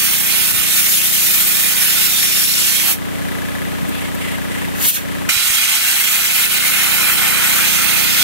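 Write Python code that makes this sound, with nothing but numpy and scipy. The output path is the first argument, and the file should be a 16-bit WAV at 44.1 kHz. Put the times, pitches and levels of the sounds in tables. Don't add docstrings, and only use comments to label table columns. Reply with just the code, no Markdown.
import sys
import numpy as np
from scipy import signal
from scipy.io import wavfile
from scipy.ndimage import uniform_filter1d

SR = 44100
rng = np.random.default_rng(int(sys.argv[2]) if len(sys.argv) > 2 else 0)


def transcribe(u):
    v = np.clip(np.atleast_2d(u).T, -1, 1)
    q = np.round(v * 32767).astype(np.int16)
    wavfile.write(sys.argv[1], SR, q)


N = 362943

# (time [s], jet level [dB], extra rim roar [dB], extra nozzle sizzle [dB], shift to left [dB])
BLAST_AIMS = [
    [(0.0, -20.5, 2, 4.5, 0), (0.55, -20, 1, 5, 0), (0.95, -19, -3, 2.5, 2), (1.3, -20.5, -0.5, 5.5, 1.5),
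     (1.8, -19.5, 2, 3.5, 1), (2.15, -18, -2, 2.5, 1.5), (2.5, -18.5, -5.5, 1, 1.5),
     (3.0, -18, 2.5, 3, 0.5)],
    [(5.288, -19.5, -0.5, 0, -3.5), (5.7, -18, 2.5, 0, -1.5), (6.0, -20, 2.5, 2.5, -1),
     (6.4, -19.5, 3.5, 1, -1), (6.9, -20, 7.5, 2, -2.5), (7.45, -21.5, 10.5, 4, -1.5),
     (7.7, -19, 5, 1.5, -2.5), (7.95, -20.5, 6.5, 1.5, -2.5), (8.23, -18, 0, -0.5, -1)],
]
PUFF_AIM = [(4.72, -54, 8, -2, 6.5), (4.76, -38, 8, -2, 6.5), (4.79, -35, 8, -2, 6.5),
            (4.815, -24.5, 4, -1, 6.5), (4.83, -22, -2, -2, 8), (4.855, -18.5, -1, -1.5, 4),
            (4.88, -20, -7, 4.5, 5), (4.904, -21, -1, 2, 8), (4.91, -25, -6, 0, 3),
            (4.925, -27.5, -8, 0, 6), (4.948, -23.5, -6, -3, 3), (4.963, -22.5, -2, -5, 2),
            (4.972, -25, 6, -3, 6), (5.0, -35, 11, -4, 4), (5.04, -41, 12, -6, 5)]
# (opens [s], shuts [s])
VALVE_TIMES = [(-1, 2.922), (5.288, 9)]
# (level [dB], roar [dB], sizzle [dB], shift to left [dB])
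HAND_SHAKE_DB = (0.43, 0.42, 0.61, 0.23)
# (time [s], depth [dB])
JET_DIPS = [(0.22, -2.5), (0.41, 0), (0.52, -4), (1.01, -0.5), (1.09, -1.5), (1.74, -2), (2.07, -2),
            (5.79, -2.5), (6.47, -4), (6.59, -2.5)]
# (frequency [Hz], left density [dB], right density [dB])
RIM_JET_COLOUR = [(60, -44, -44), (280, -7.5, -6), (530, -16, -9), (806, 0.5, -4), (1000, -8.5, -2.5),
                  (1210, -0.6, -2), (1776, 4, -0.5), (2645, 9, 13.5), (4100, 0, 7), (5400, 1.5, 9),
                  (5500, 8.5, 5), (7200, 4, 7), (10200, 4, 6.5), (12700, 5.5, 8), (15400, 2, 4),
                  (15900, -11, 8.5)]
FREE_JET_COLOUR = [(600, -17, -21), (1500, -7, 0.5), (2740, -8, 1), (4160, -8.5, 1.5), (8000, -3.5, 0),
                   (10300, -7, 1.5), (13700, 3.5, 8), (15600, -2, -5)]
# (centre [Hz], width [Hz], first blast left [dB], right [dB],
# second blast left [dB], right [dB])
RIM_HOLLOWS = [(1060, 76, -4.5, 2.5, -0.5, -0.5), (1430, 225, 1.5, 7.5, 6.5, 8), (1850, 250, 2.5, 3, 2, 1),
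               (2120, 110, 3.5, 6, 7.5, 4), (2423, 146, -1.5, 4.5, -1, 5.5),
               (2930, 350, -3, 0.5, 6.5, -2.5), (3290, 106, 6, 2, 7, 6), (3450, 97, 0, -2.5, -4, -8),
               (3670, 110, 4.5, 6, 2, 2.5), (4050, 230, -2, 4, 0, 6), (5270, 380, -0.5, -1.5, 1, -3.5),
               (4370, 400, 1.5, 1, 4.5, 0.5), (5560, 200, 4, 5.5, 4, -1), (5790, 170, -5, -3, -5.5, -4),
               (6270, 180, -6, 5.5, -6, 2), (7700, 250, 0, 1, 3.5, 1.5), (8500, 300, 1.5, 0.5, 6, -0.5),
               (9380, 160, -0.5, 9, -4, 12), (9420, 330, -0.5, -5.5, -3, -6),
               (10400, 300, -2.5, 4, 1, -0.5), (11130, 320, 2.5, -5, 2, -5.5), (11900, 300, -2, 1, -1, 3),
               (13160, 330, 0, 5, 3, -2)]
# (centre [Hz], width [Hz], left [dB], right [dB])
NOZZLE_HOLLOWS = [(2690, 230, 10, 6), (3780, 200, 4, 0), (4970, 500, -6, -2), (7300, 900, 1.5, 2),
                  (12300, 400, 3, 2), (14000, 600, 2, 0)]
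# (centre [Hz], width [Hz], gain [dB])
EASE_TREBLE_DIP = (6000, 1500, -4)
# (time [s], length [s], left [dB], right [dB])
SPIT_EVENTS = [(3.892, 0.0093, -29, -31), (4.151, .005, -27, -32)]
# (centre [Hz], width [Hz], level [dB])
SPIT_MODES = [(13500, 3500, -2), (8500, 3000, -8)]
# (time [s], rate [turns/s])
MOTOR_SPEED = [(0.0, 29.8), (0.3, 29.8), (0.9, 29.843), (1.5, 29.943), (2.1, 29.938), (2.7, 30.057),
               (3.3, 30.037), (3.9, 30.089), (4.5, 29.927), (5.1, 30.015), (5.7, 29.797), (6.3, 29.998),
               (6.9, 29.922), (7.5, 29.63), (8.02, 29.692), (8.23, 29.692)]
# (multiple of turning rate, left [dB], right [dB], right port lead before inversion [rad])
THROB_HARMONICS = [(1, -50.7, -49.1, -0.07), (2, -32.6, -31.9, -0.13), (3, -31.1, -30.4, -0.18),
                   (4, -40.1, -37.7, -0.11), (5, -36.2, -38.6, -0.73), (6, -28.4, -31.5, -0.08),
                   (7, -31.2, -33.8, -0.07), (8, -38.5, -38.3, 0.07), (9, -27.6, -28.6, 0.05),
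                   (10, -50.7, -41.3, 0.09), (11, -49.5, -49.3, -1.41), (12, -42.3, -44.5, -0.75),
                   (13, -47.0, -44.9, -1.14), (15, -44, -40.7, 1.0), (18, -44.8, -40.8, 0.03),
                   (19, -51.6, -44.5, -0.77), (22, -43.5, -51.7, -0.81), (42, -47, -56, 0)]
# (centre [Hz], width of one pass [Hz], level [dB])
PUMP_MODES = [(209.6, 27, 11.5), (345, 54, 3), (387, 65, -2.5), (511, 42, 2.5), (560.3, 40, 4),
              (607, 15, 5), (653, 53, 0), (792, 67, -1), (924, 190, -5.5), (1253, 26, 1)]
# (centre [Hz], width [Hz], level [dB])
TICK_MODES = [(1730, 90, 0), (1950, 80, -2), (2430, 120, -12), (3650, 300, -10), (11000, 7000, -18)]
# (time [s], force [dB])
TICK_FORCE_DB = [(0, -3), (3.0, -2), (3.2, -1), (3.32, 1), (3.62, 1.0), (3.75, -3), (3.9, -4), (4.1, -1),
                 (4.2, -4), (4.4, -1), (4.6, -1), (4.75, -0.5), (5.25, -0.5), (8.23, -9)]
# (frequency [Hz], density [dB])
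RUMBLE_COLOUR = [(20, -30), (45, -23), (80, -7), (150, 12), (240, -7.5), (285, 5), (340, -7.5), (420, 4.5),
                 (470, -3), (540, -3), (700, -8.5), (950, -1), (1800, -5), (3200, -7), (5000, -16.5),
                 (13400, -20), (15700, -29)]
# (frequency [Hz], correlation)
RUMBLE_LIKENESS = [(60, -1.8), (150, -0.79), (250, -0.96), (340, 0.44), (470, -1.48), (600, 0.5),
                   (950, -0.53), (2380, 0.15), (5980, -0.099), (15000, -0.1)]
# (frequency [Hz], added left minus right [dB])
MACHINE_BALANCE = [(60, 0), (120, -3.5), (240, 1.5), (480, -5.5), (950, 1), (1890, 1.5), (3770, -0.5),
                   (7520, 12.5), (15000, 17.5)]
# (start [s], length [s], level [dB], pitch [Hz])
RATTLE_BOUTS = [(3.924, 0.077, 5, 2600), (4.002, 0.084, 4, 2190), (4.198, 0.16, 7, 2080),
                (4.498, 0.16, 5.5, 2000)]
# (multiple of pitch, width [Hz], level [dB])
CASING_MODES = [(1, 240, 6), (1.32, 400, -1), (3.9, 4260, -12)]
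# (first [dB], second [dB])
SINK_UNDER_JET_DB = (-6, -3)
# (time [s], depth [dB], recovery [s])
MACHINE_SINKS = [(4.9, -10.5, 0.11), (5.33, -11.5, 1.3)]
# (time [s], left peak [dB], right peak [dB], pitch [Hz], length [s], right port polarity)
PORT_BUMPS = [(0.416, -44, -35, 85, 0.018, 1), (0.46, -42, -43, 75, .02, 1), (.545, -39, -29, 102, 0.01, 1),
              (.6, -43, -37, 70, 0.023, 1), (0.7, -45, -51, 65, .03, 1),
              (3.831, -9.5, -9.5, 170, 0.0045, -1), (3.893, -10, -11.5, 280, 0.0049, -1),
              (5.368, -23, -38, 97, 0.0051, 1), (5.464, -40, -39, 70, 0.0074, 1),
              (5.503, -43, -20, 80, 0.0015, 1), (5.558, -50, -46, 70, .012, 1)]

OPEN_S, POP_DB, POP_S = 0.0022, 16, 0.025
EASE_S, EASE_SIZZLE_DB, EASE_SAG_DB_PER_S = 0.092, 1, 3
EASE_LOW_DB, EASE_LOW_HZ = 8.5, 1150
SHUT_DB_PER_S = 404
DIP_FALL_S, DIP_BACK_S = 0.0036, 0.042
STRIKES_PER_S, STRIKE_STEP_DB, STRIKE_SHARE = 2500, 11.0, 0.093
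BOUNCE_SHARE, BOUNCE_WANDER_MS = (0.66, 0.23), 0.018
STROKE_KNOCK, STROKE_HISS = 26.0, 0.33
TICK_KNOCK, TICK_HISS = 0.14, 0.5
RATTLE_REST_DB, RATTLE_REST_HZ, RATTLE_EDGE_S, RATTLE_BEAT_DB = -11.5, 2280, 0.023, 2.5
LOW_NOISE_DB, LOW_NOISE_HZ, LOW_NOISE_SWELL_DB = -34, 100, 6
MACHINE_DB, SETTLE_S, SINK_FALL_S = -24, 0.082, 0.024
EDGE_HZ = 15740
HZ = np.fft.rfftfreq(1024, 1 / SR)[:, None]


def gain_of(db):
    return 10 ** (np.asarray(db) / 20)


def evened(x):
    return x / np.sqrt(np.mean(abs(x) ** 2) + 1e-20)


def read(points, hz):
    f, value = np.transpose(points)
    return np.interp(np.log(hz + 1), np.log(f + 1), value)


def drift(shape, size):
    x = rng.standard_normal(shape)
    for axis, n in enumerate(size):
        x = uniform_filter1d(uniform_filter1d(x, n, axis), n, axis)
    return evened(x)


def spectra(x):
    return signal.stft(x, nperseg=1024, noverlap=768)[2]


def waves(z, count):
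    return signal.istft(z, nperseg=1024, noverlap=768)[1][..., :count]


def ring(x, modes):
    return sum(gain_of(db) * signal.lfilter(*signal.iirpeak(hz, hz / width, SR), x)
               for hz, width, db in modes)


def hump(centre_hz, width_hz):
    return 1 / (1 + (2 * (HZ - centre_hz) / width_hz) ** 2)


def dent(t, s, fall_s, back_s):
    return np.where(t < s, np.exp(-((t - s) / fall_s) ** 2), np.exp(-((t - s) / back_s) ** 2))


def pellet_jet(count):
    sizes = gain_of(STRIKE_STEP_DB * np.minimum(rng.exponential(1, (3, count)), 5))
    strikes = sizes * (rng.random((3, count)) < STRIKES_PER_S / SR)
    turbulence = rng.standard_normal((3, count))
    feed = gain_of(0.69 * drift(count, size=[500]) + 0.11 * drift(count, size=[60]))
    return spectra(feed * turbulence * (1 + STRIKE_SHARE * evened(strikes)))


def at_ports(shared, left, right, lag_ms, bounce_ms):
    treble = 1 / (1 + (3500 / (HZ + 1)) ** 4)
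    wander = drift((4, shared.shape[1]), size=[1, 60])
    bounces = []
    for ms, share, delay, strength in zip(bounce_ms, BOUNCE_SHARE, wander[:2], wander[2:]):
        delay_s = (ms + BOUNCE_WANDER_MS * delay) / 1000
        bounces.append(np.exp(-2j * np.pi * HZ * delay_s) * treble * (share + 0.2 * strength))
    lag = np.exp(-1j * (2 * np.pi * HZ * lag_ms / 1000 + 2.2))
    same = 0.85 - 0.17 * treble
    apart = np.sqrt(1 - same ** 2)
    return np.array([same * lag * shared * (1 + bounces[0]) + apart * left,
                     same * shared * (1 + bounces[1]) + apart * right])


def jet(rows, colour, lag_ms, bounce_ms, hollows):
    s, level_db, roar_db, sizzle_db, pan_db, eased = np.transpose(rows)
    t = np.arange(s[0], s[-1], 1 / SR)
    z = at_ports(*pellet_jet(len(t)), lag_ms, bounce_ms)
    frame_s = s[0] + np.arange(z.shape[-1]) * 256 / SR

    hz, *ports = np.transpose(colour)
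    tone_db = np.array([read(np.transpose([hz, port]), HZ) for port in ports])
    band = np.sqrt(np.mean(gain_of(2 * tone_db) * (HZ > 2500) * (HZ < 8000)))

    low, high = 1 / (1 + (HZ / 2300) ** 6), 1 / (1 + (8500 / (HZ + 1)) ** 8)
    moving_db = low * np.interp(frame_s, s, roar_db) + high * np.interp(frame_s, s, sizzle_db)
    eased = np.interp(frame_s, s, eased)
    moving_db = moving_db + EASE_LOW_DB * eased / (1 + (HZ / EASE_LOW_HZ) ** 6)
    dip_hz, dip_width_hz, dip_db = EASE_TREBLE_DIP
    moving_db = moving_db + dip_db * eased * hump(dip_hz, dip_width_hz)
    hollow_db = np.array([sum(mode[2 + port] * hump(mode[0], mode[1]) for mode in hollows)
                          for port in range(2)])
    hollow_db = (1 - eased) * hollow_db

    treble = 1 / (1 + (3500 / (HZ + 1)) ** 4)
    patches = (2, 513, len(frame_s))
    lasting_db = (0.74 + 1.74 * treble) * drift(patches, size=[1, 2, 50])
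    fleeting_db = 2.21 * drift(patches, size=[1, 3, 6])
    z = z * gain_of(tone_db + moving_db + hollow_db + lasting_db + fleeting_db)

    half_pan_db = np.interp(t, s, pan_db) / 2
    port_db = np.interp(t, s, level_db) + [half_pan_db, -half_pan_db] - 0.5
    return round(s[0] * SR), waves(z, count=len(t)) / band * gain_of(port_db)


def aim_and_valve(rows, opens, shuts):
    s, *columns = np.transpose(rows)
    t = np.arange(s[0], s[-1], 0.001)
    shake = np.array(HAND_SHAKE_DB)[:, None] * drift((4, len(t)), size=[1, 70])
    level_db, roar_db, sizzle_db, pan_db = np.array([np.interp(t, s, c) for c in columns]) + shake
    pop = np.exp(-(t - opens) / POP_S)
    eased = t > shuts - EASE_S
    level_db = level_db + sum(db * dent(t, at, DIP_FALL_S, DIP_BACK_S) for at, db in JET_DIPS)
    level_db = level_db - EASE_SAG_DB_PER_S * np.maximum(t - shuts + EASE_S, 0)
    level_db = level_db - 35 * np.clip(1 - (t - opens) / OPEN_S, 0, 1)
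    level_db = level_db - SHUT_DB_PER_S * np.maximum(t - shuts, 0)
    return np.transpose([t, level_db, roar_db + POP_DB * pop,
                         sizzle_db + EASE_SIZZLE_DB * eased, pan_db, eased])


def blasts():
    hollows = np.array(RIM_HOLLOWS)
    seen = ([0, 1, 2, 3], [0, 1, 4, 5])
    return [jet(aim_and_valve(rows, *valve), RIM_JET_COLOUR, 0.414, (1.718, 1.15), hollows[:, columns])
            for rows, valve, columns in zip(BLAST_AIMS, VALVE_TIMES, seen)]


def puff():
    rows = [row + (0,) for row in PUFF_AIM]
    return jet(rows, FREE_JET_COLOUR, 0.168, (1.3, 0.9), NOZZLE_HOLLOWS)


def spits():
    t = np.arange(N) / SR
    shape = sum(gain_of([[left], [right]]) * np.exp(-((t - s) / length) ** 2)
                for s, length, left, right in SPIT_EVENTS)
    return shape * evened(ring(rng.standard_normal((2, N)), SPIT_MODES))


def motor_throb(turns):
    waver_db = 0.33 * drift((len(THROB_HARMONICS), N // 64 + 1), size=[1, 50])
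    waver = gain_of(waver_db).repeat(64, axis=1)[:, :N]
    throb = 0
    for (k, left_db, right_db, lead), w in zip(THROB_HARMONICS, waver):
        sweep = 2 * np.pi * (0.19 * k + 0.042 * k * k) + 1.93
        phase = 2 * np.pi * k * turns + sweep + [[0], [lead]]
        throb = throb + gain_of([[left_db], [right_db]]) * w * np.cos(phase)
    return evened(throb * [[1], [-1]]) * gain_of(1.2)


def pump_spectra(turns):
    strokes = (0.56 * turns + 0.55) % 1
    hiss = STROKE_HISS * rng.standard_normal(N) * (0.15 + np.exp(-strokes / 0.22))
    burst = hiss + STROKE_KNOCK * (np.diff(strokes, prepend=0) < 0)
    rung = 0
    for hz, width, db in PUMP_MODES:
        mode = [(hz, width, 0)]
        rung = rung + gain_of(db) * ring(ring(burst, mode), mode)
    pump = spectra(evened(rung))
    return gain_of(-7.5) * np.array([pump, -pump * np.exp(2j * np.pi * HZ * 0.23 / 1000)])


def rumble_spectra():
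    a, b = spectra(rng.standard_normal((2, N))) * evened(gain_of(read(RUMBLE_COLOUR, HZ)))
    same = np.clip(read(RUMBLE_LIKENESS, HZ), -1, 1)
    return gain_of(-4.5) * np.array([a, same * a + np.sqrt(1 - same ** 2) * b])


def tick(t, turns):
    since = (turns - [[0.33], [0.5]]) % 1
    each_turn_db = 1.0 * rng.standard_normal(round(turns[-1]) + 2)
    force_db = each_turn_db[(turns + 0.67).astype(int)] + np.interp(t, *np.transpose(TICK_FORCE_DB))
    force = gain_of(force_db)
    hiss = rng.standard_normal((2, N)) * since * np.exp(-since / 0.035)
    knock = (np.diff(since, prepend=0) < 0) * np.sign(rng.standard_normal(N))
    rung = ring(TICK_HISS * hiss * force, TICK_MODES) + ring(TICK_KNOCK * knock * force, TICK_MODES[:2])
    return gain_of([[-10], [-14.5]]) * evened(rung)


def rattle(t, turns):
    noise = rng.standard_normal((2, N)) * gain_of(RATTLE_BEAT_DB * np.cos(2 * np.pi * (turns - 0.42)))

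    def casing(pitch_hz):
        return evened(ring(noise, [(k * pitch_hz, width, db) for k, width, db in CASING_MODES]))

    out = gain_of(RATTLE_REST_DB) * casing(RATTLE_REST_HZ)
    for s, length, db, hz in RATTLE_BOUTS:
        edges = np.clip(np.minimum(t - s, s + length - t) / RATTLE_EDGE_S + 0.5, 0, 1)
        out = out + gain_of(db) * edges * casing(hz)
    return gain_of(-12.5) * out


def low_noise():
    lowpass = signal.butter(4, LOW_NOISE_HZ, fs=SR, output="sos")
    low = signal.sosfilt(lowpass, rng.standard_normal((2, N)))
    return evened(low) * gain_of(LOW_NOISE_DB + LOW_NOISE_SWELL_DB * drift(N, size=[2500]))


def machine_level_db(t):
    under = sum(db * (t > opens) * np.exp(-np.maximum(t - shuts, 0) / SETTLE_S)
                for (opens, shuts), db in zip(VALVE_TIMES, SINK_UNDER_JET_DB))
    sinks = sum(db * dent(t, s, SINK_FALL_S, back_s) for s, db, back_s in MACHINE_SINKS)
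    return MACHINE_DB + uniform_filter1d(under, size=1000) + sinks


def machine():
    t = np.arange(N) / SR
    turns = np.cumsum(np.interp(t, *np.transpose(MOTOR_SPEED))) / SR
    half_side_db = read(MACHINE_BALANCE, HZ) / 2
    balance = gain_of([half_side_db, -half_side_db])
    low = waves((pump_spectra(turns) + rumble_spectra()) * balance, count=N)
    mix = motor_throb(turns) + low + tick(t, turns) + low_noise() + rattle(t, turns)
    return mix * gain_of(machine_level_db(t))


def bumps():
    t, out = np.arange(N) / SR, np.zeros((2, N))
    for s, left_db, right_db, hz, length, polarity in PORT_BUMPS:
        near = slice(round((s - 4 * length) * SR), round((s + 4 * length) * SR))
        since = t[near] - s
        swell = np.exp(-(since / length) ** 2) * np.cos(2 * np.pi * hz * since)
        out[:, near] += np.outer([gain_of(left_db), np.sign(polarity) * gain_of(right_db)], swell)
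    return out


def scene():
    out = machine() + bumps()
    for start, sound in blasts() + [puff()]:
        part = out[:, start:start + sound.shape[1]]
        part += sound[:, :part.shape[1]]
    return out + spits()


def record(dry):
    held = 1.3 * np.tanh(dry / 1.3)
    lowpass = signal.firwin(2047, EDGE_HZ, window=("kaiser", 9), fs=SR)
    return signal.oaconvolve(held, lowpass[None], "same")


dry = scene()
out = record(dry)
transcribe(out)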